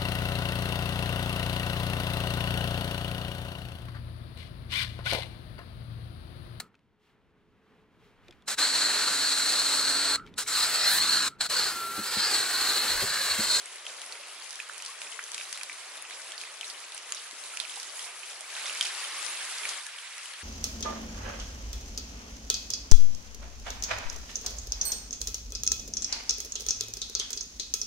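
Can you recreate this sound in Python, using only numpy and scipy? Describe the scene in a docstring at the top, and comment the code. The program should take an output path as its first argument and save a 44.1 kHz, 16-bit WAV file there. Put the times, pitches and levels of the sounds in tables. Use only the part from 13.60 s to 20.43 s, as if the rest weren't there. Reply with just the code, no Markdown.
"""Meltwater drips from icicles onto ice, wet rock and leaves beside a small stream.
Each near drop clicks, rings for a few cycles as damped sines and throws a spray that patters down just after it;
lighter drops fall at random and single bubbles chirp upwards.
Coloured noise and swarms of damped sines form farther drops and the rush of the stream,
which swells for just over a second near the end and then loses much of its low babble."""
import sys
import numpy as np
from scipy import signal
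from scipy.fft import rfft, irfft, next_fast_len
from scipy.io import wavfile
from scipy.ndimage import uniform_filter1d, map_coordinates

SR = 44100
rng = np.random.default_rng(int(sys.argv[2]) if len(sys.argv) > 2 else 0)


def generate_wav(signal):
    """Clip the signal to [-1, 1] and save it as 16-bit WAV at the path in sys.argv[1]."""
    frames = np.transpose(np.atleast_2d(signal))
    scaled = np.clip(frames, -1, 1) * 32767
    pcm = np.round(scaled).astype(np.int16)
    wavfile.write(sys.argv[1], SR, pcm)


N = 301203  # length in samples

# Near drops. Each row: start in seconds, ring pitch in Hz, relative ring level in dB,
# relative click level in dB, relative spray level in dB, left over right in dB (ring and click).
DROPS = [(.0582, 8040, -36.5, -47, -63, 5), (.1587, 9080, -39.5, -46, -63, 3),
         (.2535, 6550, -50, -46, -58, 4), (.2657, 3260, -33, -41, -46, -4), (.2671, 2700, -36, -42, -40, 3),
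         (.4168, 3150, -41, -35, -53, 2), (.4625, 9180, -43, -44, -50, 2), (.5233, 4530, -36, -39, -51, 1),
         (.528, 6000, -43, -52, -52, 2), (.554, 2200, -39.5, -50, -56, -2),
         (.8222, 4460, -40, -52, -60, -4), (.9073, 6030, -43, -36.5, -42, -1),
         (.9287, 3700, -46, -40, -56, -4), (.9562, 5500, -45, -38, -47, 2),
         (1.0007, 2520, -30, -47, -52, -3), (1.1803, 9100, -41, -37, -54, 4),
         (1.2013, 2550, -40, -48, -47, 0), (1.2228, 7700, -52, -36, -44, 2),
         (1.2497, 9600, -41, -36.5, -42, 4), (1.2618, 4570, -36, -34, -54, 1),
         (1.4174, 2550, -35, -34.5, -45, 1), (1.5173, 9350, -48, -41, -58, 7),
         (1.5238, 2960, -37, -52, -65, -4), (1.6395, 6550, -35, -47, -57, 0),
         (1.7175, 6200, -40, -35, -40.5, 5), (1.7441, 3300, -36, -37, -47, -4),
         (1.7462, 3500, -40, -31, -45, 2), (1.7798, 2700, -32, -33.5, -41, -1),
         (1.799, 2450, -36, -43, -59, -3), (1.8114, 2630, -33.5, -45, -58, -6),
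         (1.853, 3930, -42, -52, -66, -5), (1.9278, 4150, -39, -30, -41, 1),
         (1.9531, 8760, -44, -41, -50, -2), (1.9749, 2040, -38, -36.5, -58, -1),
         (2.0119, 2370, -34, -42, -49, -3), (2.033, 4300, -44, -32.5, -56, 0),
         (2.0969, 2250, -32, -49, -50, -2), (2.1292, 3700, -48, -40, -65, -6),
         (2.3701, 8790, -42, -43, -59, 12), (2.3763, 3670, -44, -43, -65, -3),
         (2.4237, 9900, -36, -54, -61, 4), (2.4512, 2670, -41, -50, -58, -5),
         (2.4985, 3180, -43, -45, -54, -8), (2.5086, 2140, -38.5, -42, -41.5, -2),
         (2.7198, 3350, -36, -38, -47, -4), (2.7794, 4560, -35, -43, -41, -8),
         (2.8065, 3330, -42, -43, -56, 0), (2.8138, 2540, -40, -35, -45, -4),
         (2.8366, 2380, -36, -46, -50, -1), (3.0108, 3200, -32, -36, -54, 2),
         (3.0306, 2500, -37, -56, -54, -2), (3.044, 3970, -36, -42, -38, 0),
         (3.1003, 4840, -38, -44, -47, -13), (3.2404, 2420, -44, -54, -57, -6),
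         (3.321, 3790, -40, -41, -54, -3), (3.3466, 9500, -36, -46, -42, 3),
         (3.378, 2870, -40, -37.5, -50, -4), (3.5221, 6660, -26.5, -29.5, -41, 1),
         (3.5474, 5700, -42, -37, -38, -4), (3.7105, 3970, -43, -39, -50, 0),
         (3.8377, 4240, -43, -39, -41, 4), (3.9723, 2650, -30.5, -31, -46, 2),
         (4.0008, 3770, -25, -33.5, -35.5, -9), (4.0507, 2480, -34.5, -46, -61, -6),
         (4.0962, 3300, -35.5, -43, -39, -3), (4.1585, 8900, -39, -40, -46, 3),
         (4.1996, 5900, -35, -38, -42, -1), (4.2306, 8100, -53, -35, -40, -3),
         (4.2965, 4590, -40, -50, -48, 0), (4.3932, 3000, -37, -35.5, -39, -2),
         (4.6325, 2660, -37, -55, -56, -7), (4.6983, 4990, -44, -51, -41, -9),
         (4.8081, 8750, -38, -38, -51, -2), (4.9525, 3760, -35.5, -45, -50, 0),
         (4.966, 2580, -36, -36, -46, -2), (5.057, 3480, -32, -37, -36, -1),
         (5.0665, 5540, -33, -48, -51, 0), (5.0964, 2940, -32, -48, -52, -5),
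         (5.1549, 2200, -35, -44, -38, 4), (5.2099, 3280, -21, -29, -44, 0),
         (5.2114, 3400, -22, -30, -36, -4), (5.2266, 4870, -30, -31, -32, 1),
         (5.252, 2920, -38, -33, -42, 0), (5.2555, 2900, -33, -32, -49, 0),
         (5.262, 2500, -29.5, -41, -42, -1), (5.2675, 5830, -34, -41, -48, -6),
         (5.4415, 3380, -35, -44, -46, 2), (5.4482, 3170, -33, -44, -50, 1),
         (5.628, 7200, -34, -33.5, -40, 5), (5.9841, 4990, -36, -36, -46, 0),
         (6.0533, 2240, -27.5, -41, -47, 0), (6.0915, 4730, -34, -31, -39, -4),
         (6.266, 3980, -60, -35, -58, 0), (6.3862, 3200, -38, -53, -55, 2),
         (6.581, 2110, -39, -37.5, -50, 1), (6.6575, 3100, -46, -40, -60, -4),
         (6.7365, 4360, -43, -42, -54, 0)]
# Filter shapes of the stream's layers. Each row: frequency in Hz, relative gain in dB.
BABBLE_SPECTRUM = [(30, -60), (140, -30), (200, -20), (280, -9), (400, -2), (600, 1.5), (850, 2.5),
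                   (1250, 6.5), (1800, -3), (4000, -54)]
RUSH_SPECTRUM = [(150, -71), (400, -15.5), (700, -9.5), (1100, -3.5), (1700, -1), (2500, 0), (3300, -1),
                 (4500, -3), (7000, -8), (11000, -11.5)]
PATTER_SPECTRUM = [(500, -54), (2000, -2), (3500, -5.5), (5000, -2.5), (7500, -1), (11000, 1.5)]
# Coherence of the stream noise. Each row: frequency in Hz, left-right correlation (1 is identical).
COHERENCE = [(100, 0.95), (300, 0.92), (600, 1), (1200, 0.9), (2500, 0.94), (5000, 0.032), (11000, 0.43)]
# Echo of the rocky bank. Each row: frequency in Hz, time to decay by 60 dB in seconds.
BANK_DECAY = [(300, 0.2), (2500, 0.12), (10000, 0.039)]
# Modes of a wet hollow. Each row: multiple of its pitch, relative level in dB, share of the ring's life.
HOLLOW_MODES = [(1, 17, 0.55), (.68, -2, 1), (1.4, -10, 0.48), (1.95, -10, 0.93)]
# Far patter before swell and random drift. Each row: time in seconds, level in dB.
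PATTER_LEVEL = [(0, -42), (1.05, -44.5), (1.7, -41), (2.3, -42), (2.95, -44.5), (3.9, -41.5), (4.35, -39),
                (4.8, -42.5), (5.7, -41.5), (6.83, -43)]
# Low babble before swell, final fade and random surges. Each row: time in seconds, level in dB.
BABBLE_LEVEL = [(0, -56), (.6, -54.5), (1.1, -57), (2.2, -55), (2.6, -52.5), (3.2, -56), (3.75, -55.5),
                (4.4, -53.5), (6.83, -55.5)]
# Single bubbles. Each row: start in seconds, level in dB, starting pitch in Hz,
# time to the peak in seconds, climb of the pitch in Hz per second.
BUBBLES = [(.059, -40, 2130, .002, 20000), (.595, -50, 560, 0.0063, 2800), (.635, -38, 2600, 0.0017, 20000),
           (.861, -42, 2370, .002, 20000), (.989, -37.5, 1620, 0.0039, 15000),
           (1.0961, -28, 1100, 0.0011, 280000), (1.283, -43, 1037, 0.01, 6000),
           (1.47, -39, 2460, .002, 20000), (1.541, -39, 2020, .002, 20000),
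           (1.5904, -26, 890, 0.0018, 380000), (1.956, -44, 1330, .002, 15000),
           (2.116, -41, 2270, .003, 15000), (2.529, -39, 2350, 0.0018, 20000),
           (2.731, -41.5, 1690, 0.0054, 7000), (2.851, -40, 2030, 0.0022, 20000),
           (3.531, -38, 2060, .001, 50000), (3.729, -51, 323, 0.0033, 1600),
           (3.936, -40.5, 1340, 0.0025, 12000), (4.1715, -39, 740, 0.0024, 35000),
           (5.68, -38, 2360, .003, 15000), (6.052, -46, 250, 0.0018, 70000),
           (6.261, -37, 1650, 0.0036, 12000), (6.518, -42, 1810, 0.0022, 15000),
           (6.59, -38, 2640, 0.0022, 20000)]

TOP_HZ = 11090  # upper band limit
RING_CYCLES = 3  # decay of a drop's ring to 1/e, before the time to flatten is added
HARD_CLICK_DB = -28.5  # a click this loud snaps fully
# lighter drops: typical values on the scales of DROPS, and their scatter
LIGHT_HZ, LIGHT_OCTAVES = 2850, 0.31
LIGHT_RING_DB, LIGHT_CLICK_DB, LIGHT_SPRAY_DB = -56, -48.5, -59
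LIGHT_SPREAD_DB, LIGHT_PAN_DB = 3.5, 4
# the swell of the stream rises, holds and falls back
SWELL_START_S, SWELL_RISE_S = 4.87, 0.094
SWELL_END_S, SWELL_FALL_S = 6.175, 0.055
BABBLE_FADE_S = 0.12  # the low babble dies away more slowly than the rush
# changes of level during the swell and after it, and the level of the rush before it
BABBLE_SWELL_DB, BABBLE_AFTER_DB = 2, -12.5
RUSH_DB, RUSH_SWELL_DB, RUSH_AFTER_DB = -46.5, 8, 2.5
PATTER_SWELL_DB = 6.5


def amp(db):
    """Level: decibels to an amplitude ratio."""
    return 10 ** (np.asarray(db) / 20)


def unit(x):
    """Normalisation: scale to rms 1."""
    return x / np.sqrt(np.mean(x ** 2) + 1e-20)


def along(points, hz):
    """Interpolation: (Hz, value) points read on a logarithmic frequency axis."""
    f, value = np.transpose(points)
    return np.interp(np.log(hz + 1), np.log(f + 1), value)


def curve(points):
    """Interpolation: (seconds, value) points read at every sample."""
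    s, value = np.transpose(points)
    return np.interp(np.arange(N) / SR, s, value)


def ramp(start_s, length_s):
    """Linear transition from 0 to 1 over length_s."""
    return np.clip((np.arange(N) / SR - start_s) / length_s, 0, 1)


def wobble(rate):
    """Slow random fluctuation: a smooth curve through rate random knots a second."""
    knots = rng.standard_normal(int(N * rate / SR) + 4)
    return map_coordinates(knots, [np.arange(N) * rate / SR])


def filtered(x, response):
    """Linear filtering: the spectrum of x times a response of frequency."""
    m = next_fast_len(N + SR // 2)
    return irfft(rfft(x, m) * response(np.fft.rfftfreq(m, 1 / SR)), m)[..., :N]


def coloured(x, spectrum):
    """Spectral shaping: x through a gain curve, rms 1."""
    return unit(filtered(x, lambda hz: amp(along(spectrum, hz))))


def add(track, s, sound):
    """Superposition: mix a stereo sound into the track at time s."""
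    part = track[:, max(round(s * SR), 0):][:, :sound.shape[1]]
    part += sound[:, :part.shape[1]]


def noise(patchy_db):
    """Turbulence: white noise with patches of random gain, partly coherent between the two sides."""
    z = signal.stft(rng.standard_normal((2, N)), nperseg=256)[2]
    field = rng.standard_normal(z.shape[1:])
    field = uniform_filter1d(field, size=5, axis=0)  # across frequency
    field = uniform_filter1d(field, size=9, axis=1)  # across time
    pair = signal.istft(z * amp(patchy_db * unit(field)), nperseg=256)[1][:, :N]

    def mid_side_gains(hz):
        angle = np.arccos(np.clip(along(COHERENCE, hz), -1, 1)) / 2
        return np.array([np.cos(angle), np.sin(angle)])

    mid, side = filtered(pair, mid_side_gains)
    return unit(np.array([mid + side, mid - side]))


def grains(s, hz, gain, cycles, lag_ms, glide, size):
    """Damped oscillation: one decaying sine per droplet or bubble, each with its own lag and level by side."""
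    hz = np.clip(hz, 100, TOP_HZ)[:, None]
    lag, pan = rng.standard_normal((len(s), 2)).T
    index = (s * SR).astype(int)[:, None] + np.arange(size)
    sides = []
    for sign in (1, -1):
        delay = lag_ms / 1000 * (2 + sign * lag[:, None] / 2)
        turns = hz * np.maximum(np.arange(size) / SR - delay, 0)
        age = turns / cycles
        envelope = np.exp(-age) * (1 - np.exp(-2 * turns))
        wave = np.sin(2 * np.pi * turns * (1 + glide * age)) * envelope
        level = (gain * amp(sign * 3.34 * pan))[:, None]
        sides.append(np.bincount(index.ravel(), (wave * level).ravel(), N)[:N])
    return np.array(sides)


def swarm(centre_hz, octaves, spread_db, cycles, lag_ms, glide, count, size):
    """Random superposition: grains at random times, pitches and strengths, rms 1."""
    when = rng.random(count)
    pitch, strength = rng.standard_normal((count, 2)).T
    hz = centre_hz * 2 ** (octaves * pitch)
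    gain = amp(spread_db * np.minimum(strength, 2)) * (hz < TOP_HZ) * np.sqrt(hz)
    return unit(grains(when * N / SR, hz, gain, cycles, lag_ms, glide, size))


def flow(surge_db=1.66, ripple_db=0.2, drift_db=0.83):
    """Flow strength: levels in dB of babble, rush and patter; one swell lifts all three and each wanders."""
    over = ramp(SWELL_END_S, SWELL_FALL_S)
    swell = ramp(SWELL_START_S, SWELL_RISE_S) - over
    babble = curve(BABBLE_LEVEL) + BABBLE_SWELL_DB * swell
    babble += BABBLE_AFTER_DB * ramp(SWELL_END_S, BABBLE_FADE_S)
    rush = RUSH_DB + RUSH_SWELL_DB * swell + RUSH_AFTER_DB * over
    patter = curve(PATTER_LEVEL) + PATTER_SWELL_DB * swell
    return babble + surge_db * wobble(6.9), rush + ripple_db * wobble(18), patter + drift_db * wobble(10.0)


def stream(flutter_db=2.5):
    """Bubble resonance and turbulence: rising-pitched bubbles in a noisy rush, under the patter of far drops."""
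    babble_db, rush_db, patter_db = flow()
    big = swarm(centre_hz=652.8, octaves=0.63, spread_db=1, cycles=8.8, lag_ms=0.12,
                glide=0.013, count=1200, size=2000)
    small = swarm(centre_hz=2013.0, octaves=0.6994, spread_db=1.5, cycles=10.8, lag_ms=0.084,
                  glide=0.018, count=4500, size=1000)
    plinks = swarm(centre_hz=3740, octaves=0.49, spread_db=1.5, cycles=9.5, lag_ms=0.06,
                   glide=0.01, count=500, size=1500)
    ticks = swarm(centre_hz=5980, octaves=0.86, spread_db=8, cycles=0.97, lag_ms=0.041,
                  glide=0, count=5000, size=120)
    babble = coloured(noise(patchy_db=0.1) + amp(-13.5) * big, BABBLE_SPECTRUM)
    babble = babble * amp([[1], [-1]])  # 1 dB up on the left, 1 dB down on the right
    rush = coloured(noise(patchy_db=0.8) + amp(-10) * small, RUSH_SPECTRUM)
    rush = unit(rush + amp(-10.5) * plinks)
    patter = coloured(noise(patchy_db=2.5) + amp(-10.0) * ticks, PATTER_SPECTRUM)
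    # far drops come in flurries, unlike on the two sides
    flurries = flutter_db * np.array([wobble(22), wobble(22)])
    return amp(babble_db) * babble + amp(rush_db) * rush + amp(patter_db + flurries) * patter


def bank(x):
    """Diffuse reflection: rock, ice and leaves scatter a short echo, modelled as decaying noise."""
    hz, t, z = signal.stft(rng.standard_normal((2, SR // 3)), SR, nperseg=256)
    decay = amp(-60 * t / along(BANK_DECAY, hz)[:, None])
    tail = signal.istft(z * decay, SR, nperseg=256)[1]
    return signal.fftconvolve(x, tail / np.linalg.norm(tail[0]), axes=1)[:, :N]


def bubbles():
    """Bubble chirp: sines swell and fade as their pitch climbs; brief steep ones plop, slow ones gurgle."""
    out, t = np.zeros((2, N)), np.arange(SR // 10) / SR
    for s, db, hz, peak_s, climb in BUBBLES:
        envelope = (t / peak_s * np.exp(1 - t / peak_s)) ** 2
        wave = np.sin(2 * np.pi * t * (hz + climb * t / 2)) * envelope
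        # each bubble is kept free of sound far below its pitch
        wave = signal.lfilter(*signal.butter(2, hz / 3, "high", fs=SR), wave)
        add(out, s, amp(db) * np.array([wave, wave]))
    return out


def spray(drops, spray_db=3, flight=.015, centre_hz=6100, octaves=0.702, spread_db=5, follow=0.23, count=60):
    """Splashing: every impact throws tiny droplets that land over the next few hundredths of a second."""
    s, ring_hz, _, _, level, _ = np.repeat(drops, count, axis=0).T
    # two exponential waits, each of mean length flight in seconds
    delay = -flight * np.log(rng.random((len(s), 2))).sum(axis=1)
    pitch, strength = rng.standard_normal((len(s), 2)).T
    # big, low-ringing drops throw bigger droplets, which sound lower
    centre = centre_hz * (ring_hz / np.median(ring_hz)) ** follow
    hz = centre * 2 ** (octaves * np.maximum(pitch, -2 + abs(strength) / 2))
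    gain = amp(level + spray_db + spread_db * np.minimum(strength, 1.5)) * (hz < TOP_HZ)
    droplets = grains(s + delay, hz, gain, cycles=1.8, lag_ms=0.027, glide=0, size=160)
    return signal.lfilter(*signal.butter(2, 900, "high", fs=SR), droplets)  # too small to radiate bass


def light_drops(count=110):
    """Random arrivals: rows like those of DROPS, one lighter drop at a random moment of each equal time slot."""
    when = (np.arange(count) + rng.random(count)) / count * N / SR
    pitch, ring, click, splash, pan = np.clip(rng.standard_normal((count, 5)), -1.5, 1.5).T
    return np.column_stack([when,
                            LIGHT_HZ * 2 ** (LIGHT_OCTAVES * pitch),
                            LIGHT_RING_DB + LIGHT_SPREAD_DB * ring,
                            LIGHT_CLICK_DB + LIGHT_SPREAD_DB * click,
                            LIGHT_SPRAY_DB + LIGHT_SPREAD_DB * splash,
                            LIGHT_PAN_DB * pan])


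def burst(wave, low_hz, order):
    """Energy scaling: a short wave without its bass, given the energy of 3 ms at rms 1."""
    wave = signal.lfilter(*signal.butter(order, low_hz, "high", fs=SR), wave)
    return wave / np.sqrt(np.sum(wave ** 2, axis=-1, keepdims=True) / (.003 * SR))


def hollow_ring(hz, u, attack, detune):
    """Modal resonance: the wet hollow that a drop hits rings as a few damped sines."""
    # the drop takes a moment to flatten, which draws out even the briefest ring
    life = RING_CYCLES / hz + 0.00029
    tone = 0
    for ratio, db, share in HOLLOW_MODES:
        # no two hollows have the same shape, so their side modes differ
        mode_hz = hz * ratio * (1 + detune * rng.normal() * (ratio != 1))
        mode = np.sin(2 * np.pi * (mode_hz * u + rng.random()))
        tone = tone + amp(db) * mode * np.exp(-u / (life * share))
    return burst(tone * (1 - np.exp(-u / attack)), hz / 3, order=3)


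def drips(drops, ring_db=-1.5, snap_db=-1, snap_hz=5200, snap_life=.00008, crackle_db=2.0,
          crackle_life=0.00055, attack=0.00028, detune=0.06, low_db=-19, scatter_db=-10, scatter_life=0.0012):
    """Impact: a hard snap, a crackle as the drop bursts and a ring; lives and attack in seconds."""
    out, t = np.zeros((2, N)), np.arange(SR // 40) / SR
    for s, hz, ring, click, _, pan in drops:
        # one side hears the drop first
        side_lag = np.array([[1], [-1]]) * rng.normal(0, .00002)
        u = np.maximum(t - side_lag - .0001, 0)
        tone = hollow_ring(hz, u, attack, detune)
        # fast drops snap hard and burst at once; slow ones snap less and crackle longer
        hardness = amp(min(click - HARD_CLICK_DB, 0))
        snap = np.sin(2 * np.pi * snap_hz * u) * np.exp(-u / snap_life)
        snap = hardness * burst(snap, 1200, order=2)
        crackle_shape = np.sqrt(t) * np.exp(-t * np.sqrt(hardness) / crackle_life)
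        crackle = burst(rng.standard_normal((2, len(t))) * crackle_shape, 3600, order=2)
        low_part = (1 - t / .0005) * np.exp(-t / .0005)  # faint and lower than the snap
        contact = amp(snap_db) * snap + amp(crackle_db) * crackle + amp(low_db) * low_part
        wave = amp(ring + ring_db) * tone + amp(click) * contact
        wave = wave * amp([[pan / 2], [-pan / 2]])
        add(out, s, wave)
        # the rough ice close by scatters it
        ice = rng.standard_normal((2, len(t))) * t * np.exp(-t / scatter_life)
        add(out, s, amp(scatter_db) * signal.fftconvolve(wave, ice / np.linalg.norm(ice[0]), axes=1))
    return out


def scene(echo_db=-10, spray_echo_db=-4, lag_ms=0.036):
    """Superposition: drops and their echo over the stream; an earlier right side sets the water to the right."""
    drops = np.vstack([DROPS, light_drops()])
    hits = drips(drops) + bubbles()
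    splashes = spray(drops)
    echo = bank(amp(echo_db) * hits + amp(spray_echo_db) * splashes)
    water = hits + splashes + echo + stream()
    half_turns = np.array([[-1], [1]]) * np.pi * lag_ms / 1000  # phase per Hz: left later, right earlier
    return filtered(water, lambda hz: np.exp(1j * hz * half_turns))


def record(dry):
    """Band limiting: a very steep low-pass at TOP_HZ."""
    return filtered(dry, lambda hz: 1 / np.sqrt(1 + (hz / TOP_HZ) ** 300))


dry = scene()
out = record(dry)
generate_wav(out)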